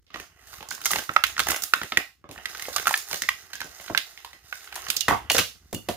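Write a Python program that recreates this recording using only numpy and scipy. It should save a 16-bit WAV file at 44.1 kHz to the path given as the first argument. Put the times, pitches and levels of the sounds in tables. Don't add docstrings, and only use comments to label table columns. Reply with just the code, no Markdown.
import sys
import numpy as np
from scipy import signal
from scipy.fft import rfft, irfft
from scipy.io import wavfile

SR = 44100
rng = np.random.default_rng(int(sys.argv[2]) if len(sys.argv) > 2 else 0)


def store_wav(level_fs):
    pcm = np.round(np.clip(np.atleast_2d(level_fs), -1, 1) * 32767)
    wavfile.write(sys.argv[1], SR, pcm.T.astype(np.int16))


N = 263012

# freq_hz, relative_db
AIR_SPECTRUM = [(18, -56.5), (30, -16.5), (79, 19.5), (109, -40), (486, -37), (1070, -26.5),
                (2060, -17.5), (2900, -53.5), (6550, -36.5), (16000, -32)]
# time_s, body_db, hiss_db, rumble_db
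HANDLING = [(0.0, -91, -84, -61.5), (0.301, -64.5, -74.5, -63), (0.5, -56, -53, -56),
            (0.8, -55, -69, -62.5), (1.079, -57.5, -53.5, -68), (1.35, -59, -61, -55),
            (1.621, -60, -67, -64), (1.92, -58, -48.5, -68.5), (2.099, -89.5, -87, -71),
            (2.27, -75, -91, -63), (2.359, -51.5, -66, -60), (2.5, -48, -48.5, -62),
            (2.8, -45.5, -45.5, -55), (3.05, -53.5, -51.5, -70), (3.3, -50.5, -50.5, -54),
            (3.5, -56, -59.5, -63), (3.849, -51.5, -50.5, -62), (4.12, -55.5, -54, -66),
            (4.4, -62.5, -65, -65), (4.55, -55, -46, -68), (4.95, -49, -88, -56), (5.05, -58, -60, -61),
            (5.3, -53.5, -78, -46), (5.56, -66.5, -72, -58), (5.78, -72, -61.5, -62), (5.96, -52, -67, -43)]
# start_s, length_s, body_db, hiss_db, fizz_db, rumble_db
RIP_PULLS = [(0.13, .09, -49.5, -52.5, -53, -51), (0.505, 0.055, -54, -52.5, -45.5, -58),
             (0.835, .03, -42.5, -35, -37, -55), (0.897, 0.095, -38.5, -43, -38, -47.5),
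             (1.236, .07, -41.5, -43, -51, -53), (1.385, 0.054, -35, -39, -44.5, -50.5),
             (1.455, 0.023, -34.5, -41.5, -42, -50), (1.488, 0.043, -30, -40.5, -37, -49.5),
             (1.624, .04, -55, -55, -47, -73), (1.96, 0.037, -36, -47, -44, -50),
             (2.548, .1, -41, -49, -41, -63), (2.72, .06, -41.5, -43, -40, -59),
             (2.857, 0.093, -39, -43, -45, -58), (3.077, .07, -43.5, -40, -35, -58),
             (3.851, .05, -50.5, -56, -57, -55), (4.718, .17, -42, -47.5, -44.5, -72),
             (5.326, .05, -39.5, -31.5, -44, -40)]
# centre_hz, width_hz, relative_db
CARD_MODES = [(480, 244, -1), (803, 330, 4), (1297, 610, 4), (1893, 270, 5), (2610, 860, -1)]
# freq_hz, relative_db
HISS_SPECTRUM = [(2500, -59.5), (3500, 2), (5000, 1.5), (6700, 2.5), (7600, -4), (9000, -23.5)]
# freq_hz, relative_db
FIZZ_SPECTRUM = [(6500, -39.5), (8000, 4.5), (11000, 3), (15000, 9), (16500, -7.5)]
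# freq_hz, relative_db
RUMBLE_SPECTRUM = [(30, -18), (60, 11), (110, 0.5), (200, -7.5), (400, -12), (700, -32)]
# start_s, ring_db, pitch_hz, ring_ms, crack_db, crack_hz, top_db, thump_db, pan_db
SHELL_SNAPS = [(0.066, -71.5, 514, 2.1, -61, 3180, -69, -72, -6),
               (0.103, -45, 1210, 4.7, -52, 2870, -68, -57, -5),
               (0.142, -24, 1900, 5.9, -39.5, 3290, -51, -38, -7),
               (0.159, -22.5, 1180, 1.2, -41.5, 2570, -45, -41.5, -6),
               (0.199, -24, 1810, 2.4, -46, 2460, -37, -44, -5),
               (0.53, -32, 1440, 3.3, -50, 5700, -45.5, -53, -7),
               (0.606, -32, 840, 1.2, -42, 2720, -54, -43, -6.0),
               (0.627, -29, 874, 2.4, -43, 3300, -46, -50, -7),
               (0.687, -42, 822, 2.4, -37, 6670, -37.5, -57, -7),
               (0.707, -36, 1360, 2.1, -31, 6860, -31, -57, -8),
               (0.712, -19.5, 1500, 2.5, -33.5, 2400, -42.5, -49, -3.5),
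               (0.723, -35, 2400, 2.9, -43, 4780, -28.5, -48.5, -2.5),
               (0.728, -36, 1480, 2.4, -39.5, 7000, -38, -56, -6),
               (0.749, -50, 1110, 2.4, -46, 6500, -43, -57, -18),
               (0.779, -34, 1090, 1.9, -68, 2770, -55, -54.5, -14),
               (0.805, -37.5, 1420, 2.4, -46.5, 6140, -47, -62, -7),
               (0.815, -34, 1370, 3.1, -39.5, 3600, -31, -51, -3.5),
               (0.856, -13, 2110, 3.4, -28.5, 3030, -11.5, -43.5, -4),
               (0.863, -19, 1380, 4.6, -22, 5340, -25.5, -50.5, -3.5),
               (0.907, -19, 1220, 4.4, -25, 6830, -24, -54, -3.5),
               (0.913, -29.5, 1100, 5.3, -28, 2700, -13.5, -42.5, -4.5),
               (0.933, -10.5, 1984, 2.6, -25, 3100, -27, -33, -4.5),
               (0.958, -15, 866, 2.1, -23, 3130, -29, -32.5, -4.5),
               (0.985, -22.5, 1570, 3.9, -31, 3870, -26.5, -33.5, -4),
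               (1.092, -14, 1345, 2.2, -62, 2540, -49, -31.5, -8.5),
               (1.113, -32.5, 799, 2.7, -51, 4060, -39, -52.5, -2),
               (1.136, -34, 2030, 2.4, -55, 2500, -34, -55.5, -4),
               (1.163, 1, 1328, 4.4, -45, 3100, -31, -45.5, -7.0),
               (1.238, -18.5, 1910, 1.8, -14, 2330, -19, -47.5, -7.5),
               (1.366, -19, 1870, 2.1, -61, 3210, -55, -68, -3),
               (1.379, -14.5, 1400, 2.7, -28.5, 5800, -41, -43.5, -5),
               (1.393, -10, 1420, 2.4, -21.5, 2800, -18.5, -40, -6),
               (1.401, -12.5, 1280, 2.2, -20, 3043, -17.5, -34.5, -2.5),
               (1.47, -18.5, 854, 1.1, -36, 3220, -25.5, -51, -3.5),
               (1.485, -16.5, 1680, 3.1, -30.5, 2700, -18, -32, -5),
               (1.5, -16, 1385, 7.2, -27, 2590, -25, -30, -7),
               (1.516, -18.5, 1150, 5.5, -26.5, 2710, -21, -40, -3),
               (1.621, -30.5, 1400, 1.6, -48, 7100, -22.5, -50.5, -7),
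               (1.636, -24, 1270, 1.9, -29.5, 5370, -18, -51.5, -6.5),
               (1.736, 0.5, 1440, 2.8, -17, 2700, -20.5, -55.5, -5.5),
               (1.758, -44.5, 1480, 2.4, -51, 2500, -31, -42.5, 0),
               (1.815, -17.5, 1431, 3.4, -34.5, 3130, -40.5, -34, -6),
               (1.832, -18.5, 1920, 4.8, -35.5, 2750, -29.5, -36, -3.5),
               (1.921, -15, 1305, 0.97, -25.5, 2600, -48, -35.5, -3.5),
               (1.972, 0.5, 1920, 2.8, -36, 2970, -18.5, -27, -4.5),
               (2.241, -34.5, 1167, 3, -80, 2870, -79, -42.5, -5.5),
               (2.29, -39, 800, 2.9, -48.5, 3070, -51, -37, -5),
               (2.312, -44, 802, 1.2, -43, 2800, -36.5, -43, -4),
               (2.378, -27, 1827, 1.8, -51.5, 2970, -50, -47, -3),
               (2.456, -12.5, 1970, 1.14, -31.5, 3900, -30, -52, -5.5),
               (2.497, -33.5, 1540, 2.9, -47, 6030, -34.5, -51, -2.5),
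               (2.549, -24, 1505, 1.1, -39, 3480, -42, -56, -3),
               (2.596, -23.5, 1840, 1.6, -39.5, 4170, -32, -67, -2.5),
               (2.622, -24, 2090, 2.7, -36, 5856, -26.5, -60.5, -4.5),
               (2.654, -25.5, 2100, 2.2, -44, 2460, -42, -58, -3),
               (2.684, -20, 509, 2.2, -62, 3410, -48, -45, -3.5),
               (2.762, -15.5, 1190, 0.95, -21, 4700, -17, -51, -4.5),
               (2.782, -17.5, 1520, 1.4, -27.5, 2760, -31, -41, -4),
               (2.856, -21, 1280, 1.5, -33, 2660, -37, -58.5, -5.0),
               (2.87, -5.5, 1370, 1.1, -26, 2780, -19, -47, -4.5),
               (2.878, -11, 1400, 2.4, -25.5, 5320, -20, -39.5, -4),
               (2.892, -17, 1800, 2.4, -37, 3150, -22.5, -49, -5),
               (2.909, -13, 866, 4.5, -33, 2700, -22.5, -58, -4),
               (2.94, -4.5, 1750, 3.1, -29, 2720, -27, -67, -3),
               (2.975, -47, 1900, 1.6, -30.5, 6630, -19.5, -65, -0.5),
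               (3.112, -25.5, 950, 1.8, -30, 4440, -28.5, -39, -4.5),
               (3.13, -20, 2260, 3.1, -35, 3470, -36, -39, -6),
               (3.144, -29, 640, 1.8, -36, 2780, -42, -45.5, -4),
               (3.22, -13.5, 1866, 2.1, -22.5, 6400, -20.5, -42, -2),
               (3.236, -18, 2020, 1.6, -49.5, 6710, -42, -45, -6),
               (3.288, -5, 1950, 4.9, -27, 2740, -20.5, -63, -3),
               (3.532, -25.5, 1550, 6.2, -33.5, 3830, -34, -51.5, -5),
               (3.553, -29.5, 1650, 5.1, -36, 5540, -36, -55, -6),
               (3.604, -21, 1724, 2.9, -34, 2770, -33, -49, -6.5),
               (3.615, -20.5, 1510, 2, -35.5, 4650, -38, -48, -5.5),
               (3.643, -41, 650, 2.6, -43, 6980, -39, -42, -2),
               (3.798, -37, 670, 3, -42.5, 2500, -47, -50, -5),
               (3.88, -29, 1480, 3, -41, 3160, -48, -55, -5),
               (3.898, -21, 650, 6.6, -52, 3000, -57, -25.5, -4),
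               (3.948, -9, 1620, 2.2, -51, 2500, -48, -38, -6.5),
               (3.975, -14.5, 2100, 1.3, -16.5, 3000, -19.5, -44, -6.5),
               (4.175, -34, 2110, 2.7, -42.5, 3020, -53, -80, -6),
               (4.247, -28, 950, 2.6, -38, 3480, -38, -67, -4.5),
               (4.331, -33, 1980, 1.5, -48, 2590, -47, -54.5, -4),
               (4.526, -16.5, 1480, 2.1, -44, 2500, -41, -78.5, -7),
               (4.605, -42, 2250, 2.7, -52, 3480, -55.5, -66, 1),
               (4.674, -32, 1490, 2.7, -44, 2804, -60, -66, -6),
               (4.725, -24.5, 1520, 2.8, -43, 3100, -43.5, -72, -7),
               (4.762, -25, 999, 2.2, -37, 3160, -49, -72, -4.0),
               (4.884, -34, 1720, 4.8, -32.5, 4300, -31, -39.5, -7.5),
               (4.901, -21, 1440, 3.7, -20, 4230, -14, -55, -6),
               (4.965, -51, 2060, 5.2, -18.5, 6220, -19, -44, -6.5),
               (5.007, -38, 2400, 4.9, -25, 5300, -25.5, -56.5, -14),
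               (5.013, -41.5, 2460, 2.4, -41, 3050, -34, -64.5, 0)]
# pitch_hz, level_db, t60_s
TOY_MODES = [(2867, 6, 0.021), (3480, -13, 0.06), (4470, -13.5, 0.096)]
# start_s, level_db
TOY_BLOWS = [(4.886, -44), (5.013, -22), (5.299, -12), (5.382, -17), (5.747, -27)]
# start_s, ring_db, pitch_hz, ring_ms, crack_db, top_db, thump_db, room_db
LANDINGS = [(5.082, -6, 906, 9.2, -24.5, -18, -24.5, -5), (5.093, -13.5, 762, 3.6, -40, -44, -26.5, -5),
            (5.109, -5.5, 895, 2, -51.5, -56, -23.5, 2), (5.299, -11, 1830, 8, -16.5, -17.5, -36, -11),
            (5.306, -12, 630, 2.8, -35, -24, -55, -18), (5.316, -24, 345, 4.5, -31, -12, -38, -5.5),
            (5.347, -13, 470, 7, -25.5, -20, -53, -2), (5.381, -17.5, 1570, 8.8, -18, -11, -31, -9.5),
            (5.388, -14, 1120, 3.6, -18, -15.5, -25, -7.5), (5.395, -15, 1225, 6.8, -20, -48, -44, -6),
            (5.728, -22, 270, 5.3, -37.5, -25.5, -25, -17), (5.741, -24.5, 187, 6.5, -50, -32, -51, -8),
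            (5.746, -36, 263, 4.8, -38, -24, -63, -10), (5.764, -31, 220, 4.7, -58, -51, -37, 2),
            (5.886, -19.5, 580, 11, -28, -24.5, -26, -3.5), (5.891, -17, 365, 7.9, -41, -36, -42, -13)]
# pitch_hz, relative_db, t60_s
TABLE_MODES = [(107, -6.5, 0.26), (268, -10, 0.17), (335, -1, 0.079)]
# freq_hz, t60_s
ROOM_DECAY = [(100, 0.097), (400, 0.23), (1500, 0.2), (5000, 0.32), (14000, 0.31)]
# freq_hz, left_minus_right_db
HAND_SHADOW = [(100, -2), (700, -4), (1300, -7), (8000, -7), (15000, -6.5)]
# freq_hz, gain_db
OVERALL_TONE = [(40, -3), (70, -2.5), (6800, -0.5), (7700, -7.5), (9000, -8), (15000, -8.5), (15700, -19),
                (16600, -43)]

KNOCK_SAMPLES = 2000


def amp(db):
    return 10 ** (np.asarray(db) / 20)


def unit_rms(x):
    return x / np.sqrt(np.mean(x ** 2) + 1e-20)


def curve_at(points, hz):
    freq_hz, value = np.transpose(points)
    return np.interp(np.log(hz + 1), np.log(freq_hz + 1), value)


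def equalise(x, spectrum):
    return irfft(rfft(x) * amp(curve_at(spectrum, np.fft.rfftfreq(N, 1 / SR))), N)


def coloured(x, spectrum):
    return unit_rms(equalise(x, spectrum))


def band(x, lo_hz, hi_hz):
    return signal.sosfilt(signal.butter(2, [lo_hz, hi_hz], "band", fs=SR, output="sos"), x)


def room_tone():
    mid, side = rng.standard_normal((2, N))
    return amp(-72.5) * coloured(np.array([mid + 0.23 * side, mid - 0.17 * side]), AIR_SPECTRUM)


def hand_effort(rise_s=0.013, fall_db_per_s=299.5):
    time_s, body_db, hiss_db, rumble_db = np.transpose(HANDLING)
    fizz_db = hiss_db + 4
    t = np.arange(0, N, 40) / SR
    power = amp([np.interp(t, time_s, db) for db in (body_db, hiss_db, fizz_db, rumble_db)]) ** 2
    for start_s, length_s, *peak_db in RIP_PULLS:
        rise = np.clip((t - start_s) / rise_s, 0, 1)
        fade = amp(-fall_db_per_s * np.maximum(t - start_s - length_s, 0))
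        power += np.outer(amp(peak_db), rise * fade) ** 2
    return np.array([np.interp(np.arange(N) / SR, t, db) for db in 10 * np.log10(power)])


def grains(per_s, spread_db, rise_ms):
    sizes = amp(spread_db * np.minimum(rng.exponential(1, N), 4)) * (rng.random(N) < per_s / SR)
    age = np.arange(400) / SR * 1000 / rise_ms
    envelope = signal.oaconvolve(sizes, age * np.exp(1 - age))[:N]
    return unit_rms(envelope * rng.standard_normal(N))


def card_tearing(body_db, hiss_db, fizz_db):
    grit = np.clip((body_db + 60) / 24, .02, .97)
    rub = grains(per_s=5400, spread_db=8.5, rise_ms=1)
    rip = grains(per_s=350, spread_db=9.5, rise_ms=1)
    drive = np.sqrt(grit) * rip + np.sqrt(1 - grit) * rub
    body = sum(amp(db) * band(drive, hz - width / 2, hz + width / 2) for hz, width, db in CARD_MODES)
    fibres = 0.84 * drive + np.sqrt(grit) * grains(per_s=130, spread_db=-1.5, rise_ms=0.15)
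    hiss = amp(hiss_db) * coloured(fibres, HISS_SPECTRUM)
    fizz = amp(fizz_db) * coloured(fibres, FIZZ_SPECTRUM)
    return amp(body_db) * unit_rms(body) + hiss + fizz


def hand_rumble(level_db):
    mid, side = (coloured(grains(per_s=120, spread_db=-3, rise_ms=5.1), RUMBLE_SPECTRUM)
                 for _ in range(2))
    return amp(level_db) * np.array([mid + 0.41 * side, mid - 0.47 * side])


def knock(voice, rise_ms, rattle, rattle_ms, crack_stretch, thump_ms, thump_hz, roughness):
    ring_db, pitch_hz, ring_ms, crack_db, crack_hz, top_db, thump_db, pan_db = voice
    t_ms = np.arange(KNOCK_SAMPLES) / SR * 1000
    impulse, sides = 1. * (t_ms == 0), np.array([[pan_db], [-pan_db]])
    draws = rng.standard_normal((4, 3, KNOCK_SAMPLES))
    width = np.array([0.4, 0.54, 1.0, 0.32])[:, None, None]
    ring_noise, crack_noise, top_noise, thump_noise = draws[:, :1] + width * draws[:, 1:]

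    grain = unit_rms(band(ring_noise, pitch_hz * 0.56, pitch_hz * 1.76))
    tone = np.sin(2 * np.pi * pitch_hz * t_ms / 1000) + roughness * grain
    tail = rattle * np.exp(-t_ms / rattle_ms)
    ring = tone * (1 - np.exp(-t_ms / rise_ms)) * (np.exp(-(t_ms / ring_ms) ** 2) + tail)
    ring = amp(ring_db) * ring / abs(ring).max()
    direct = ring * amp(sides / 2)
    upper_tone = band(impulse, pitch_hz * 1.24, pitch_hz * 1.25)
    send = ring[0] + 0.14 * np.linalg.norm(ring[0]) * upper_tone / np.linalg.norm(upper_tone)

    sharp = (1 - np.exp(-t_ms / 0.43)) * (np.exp(-t_ms / (crack_stretch * ring_ms)) + 1.8 * tail)
    soft = (1 - np.exp(-t_ms / 1.6)) * np.exp(-t_ms / thump_ms)
    tick = 2.3 * np.roll(impulse, 30)
    parts = [(crack_noise * sharp + tick, crack_db, crack_hz * 0.59, crack_hz * 1.414, .68),
             (top_noise * sharp + tick, top_db, 7000, 17000, .9),
             (thump_noise * soft, thump_db, 60, thump_hz, .1)]
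    for burst, level_db, lo_hz, hi_hz, pan_share in parts:
        part, click = band(burst, lo_hz, hi_hz), band(impulse, lo_hz, hi_hz)
        gain = amp(level_db) * np.sqrt(.006 * SR)
        direct += gain * part / np.linalg.norm(part[0]) * amp(pan_share * sides)
        send += gain * click / np.linalg.norm(click)
    return direct, send


def place_knocks(rows, **material):
    direct, send = np.zeros((2, N + 4000)), np.zeros(N + 4000)
    for start_s, *voice, room_db in rows:
        (left, right), to_walls = knock(voice, **material)
        at, pan_db = round(start_s * SR), voice[-1]
        lag = max(round(-pan_db * .9), 0)
        direct[0, at + lag:at + lag + KNOCK_SAMPLES] += left
        direct[1, at:at + KNOCK_SAMPLES] += right
        send[at:at + KNOCK_SAMPLES] += amp(min(room_db, 2)) * to_walls
    return direct[:, :N], send[:N]


def shell_snaps(snaps):
    rows = [(*snap, -14 - 0.29 * max(snap[1], snap[4])) for snap in snaps]
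    return place_knocks(rows, rise_ms=0.76, rattle=0.47, rattle_ms=5.7, crack_stretch=1.0,
                        thump_ms=13.7, thump_hz=587, roughness=0.54)


def crinkles(body_db, count=14, ring_ms=5.5):
    odds = np.cumsum(amp(body_db) * (np.arange(N) / SR < LANDINGS[0][0]))
    rows = []
    for when, size, pitch, bright, side in rng.random((count, 5)):
        at = np.searchsorted(odds, when * odds[-1])
        ring_db = body_db[at] + 11.5 + 2 * (2 * size - 1)
        crack_db, top_db, thump_db = ring_db - 8, ring_db + 4.5, ring_db - 33
        pitch_hz = 1150 * (2170 / 1150) ** pitch
        crack_hz = 2700 * (6800 / 2700) ** bright
        pan_db = -2 + 4.5 * (2 * side - 1)
        rows.append((at / SR, ring_db, pitch_hz, ring_ms, crack_db, crack_hz, top_db, thump_db, pan_db))
    return rows


def struck(modes, blows, rise_ms):
    t, taps = np.arange(SR // 3) / SR, np.zeros(N)
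    for start_s, level_db in blows:
        taps[round(start_s * SR)] = amp(level_db)
    ring = sum(amp(db - 60 * t / t60) * np.sin(2 * np.pi * hz * t) for hz, db, t60 in modes)
    return signal.oaconvolve(taps, ring * (1 - np.exp(-t * 1000 / rise_ms)))[:N]


def toy_clinks():
    return struck(TOY_MODES, TOY_BLOWS, rise_ms=1.2)


def landings(crack_hz=3100, pan_db=-1.5):
    rows = [(*row, crack_hz, top_db, thump_db, pan_db, room_db)
            for *row, top_db, thump_db, room_db in LANDINGS]
    return place_knocks(rows, rise_ms=0.4, rattle=0.31, rattle_ms=8.1, crack_stretch=0.63,
                        thump_ms=17.7, thump_hz=363, roughness=1.45)


def table_boom():
    thumps = [(start_s, thump_db) for start_s, *_, thump_db, room_db in LANDINGS]
    boom = struck(TABLE_MODES, thumps, rise_ms=1.5)
    return amp(-2) * np.array([np.roll(boom, 70), boom])


def stereo_pair(x, lag_ms=0.088):
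    hz, spectrum = np.fft.rfftfreq(N, 1 / SR), rfft(x)
    shade = amp(curve_at(HAND_SHADOW, hz) / 2)
    delay = np.exp(-2j * np.pi * hz * lag_ms / 1000)
    return irfft([spectrum * shade * delay, spectrum / shade], N)


def small_room(x):
    size = SR // 2
    taps = rng.choice([-1., 1.], (2, size)) * (rng.random((2, size)) < .15)
    build_up = np.clip((np.arange(size) / SR - .004) / 0.01, 0, 1)
    hz, t, bands = signal.stft((taps + 0.052 * taps[::-1]) * build_up, SR, nperseg=256)
    decay_db = -60 * t / curve_at(ROOM_DECAY, hz)[:, None]
    shadow_db = np.outer([.4, -.4], curve_at(HAND_SHADOW, hz))[..., None]
    tail = signal.istft(bands * amp(decay_db + shadow_db), SR, nperseg=256)[1]
    return signal.fftconvolve(x[None], tail / np.linalg.norm(tail[0]), axes=1)[:, :N]


def scene():
    body_db, hiss_db, fizz_db, rumble_db = hand_effort()
    shell, shell_send = shell_snaps(list(SHELL_SNAPS) + crinkles(body_db))
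    landed, landed_send = landings()
    card_and_toy = card_tearing(body_db, hiss_db, fizz_db) + toy_clinks()
    direct = shell + landed + table_boom() + stereo_pair(card_and_toy) + hand_rumble(rumble_db)
    reflections = small_room(shell_send + amp(-5) * card_and_toy) + small_room(landed_send)
    return direct + reflections + room_tone()


def record(dry):
    heard = equalise(dry, OVERALL_TONE)
    heard = heard / (1 + abs(heard) ** 8) ** (1 / 8)
    lowpass = signal.firwin(1023, 16700, window=("kaiser", 11), fs=SR)
    return signal.oaconvolve(heard, lowpass[None], "same")


dry = scene()
out = record(dry)
store_wav(out)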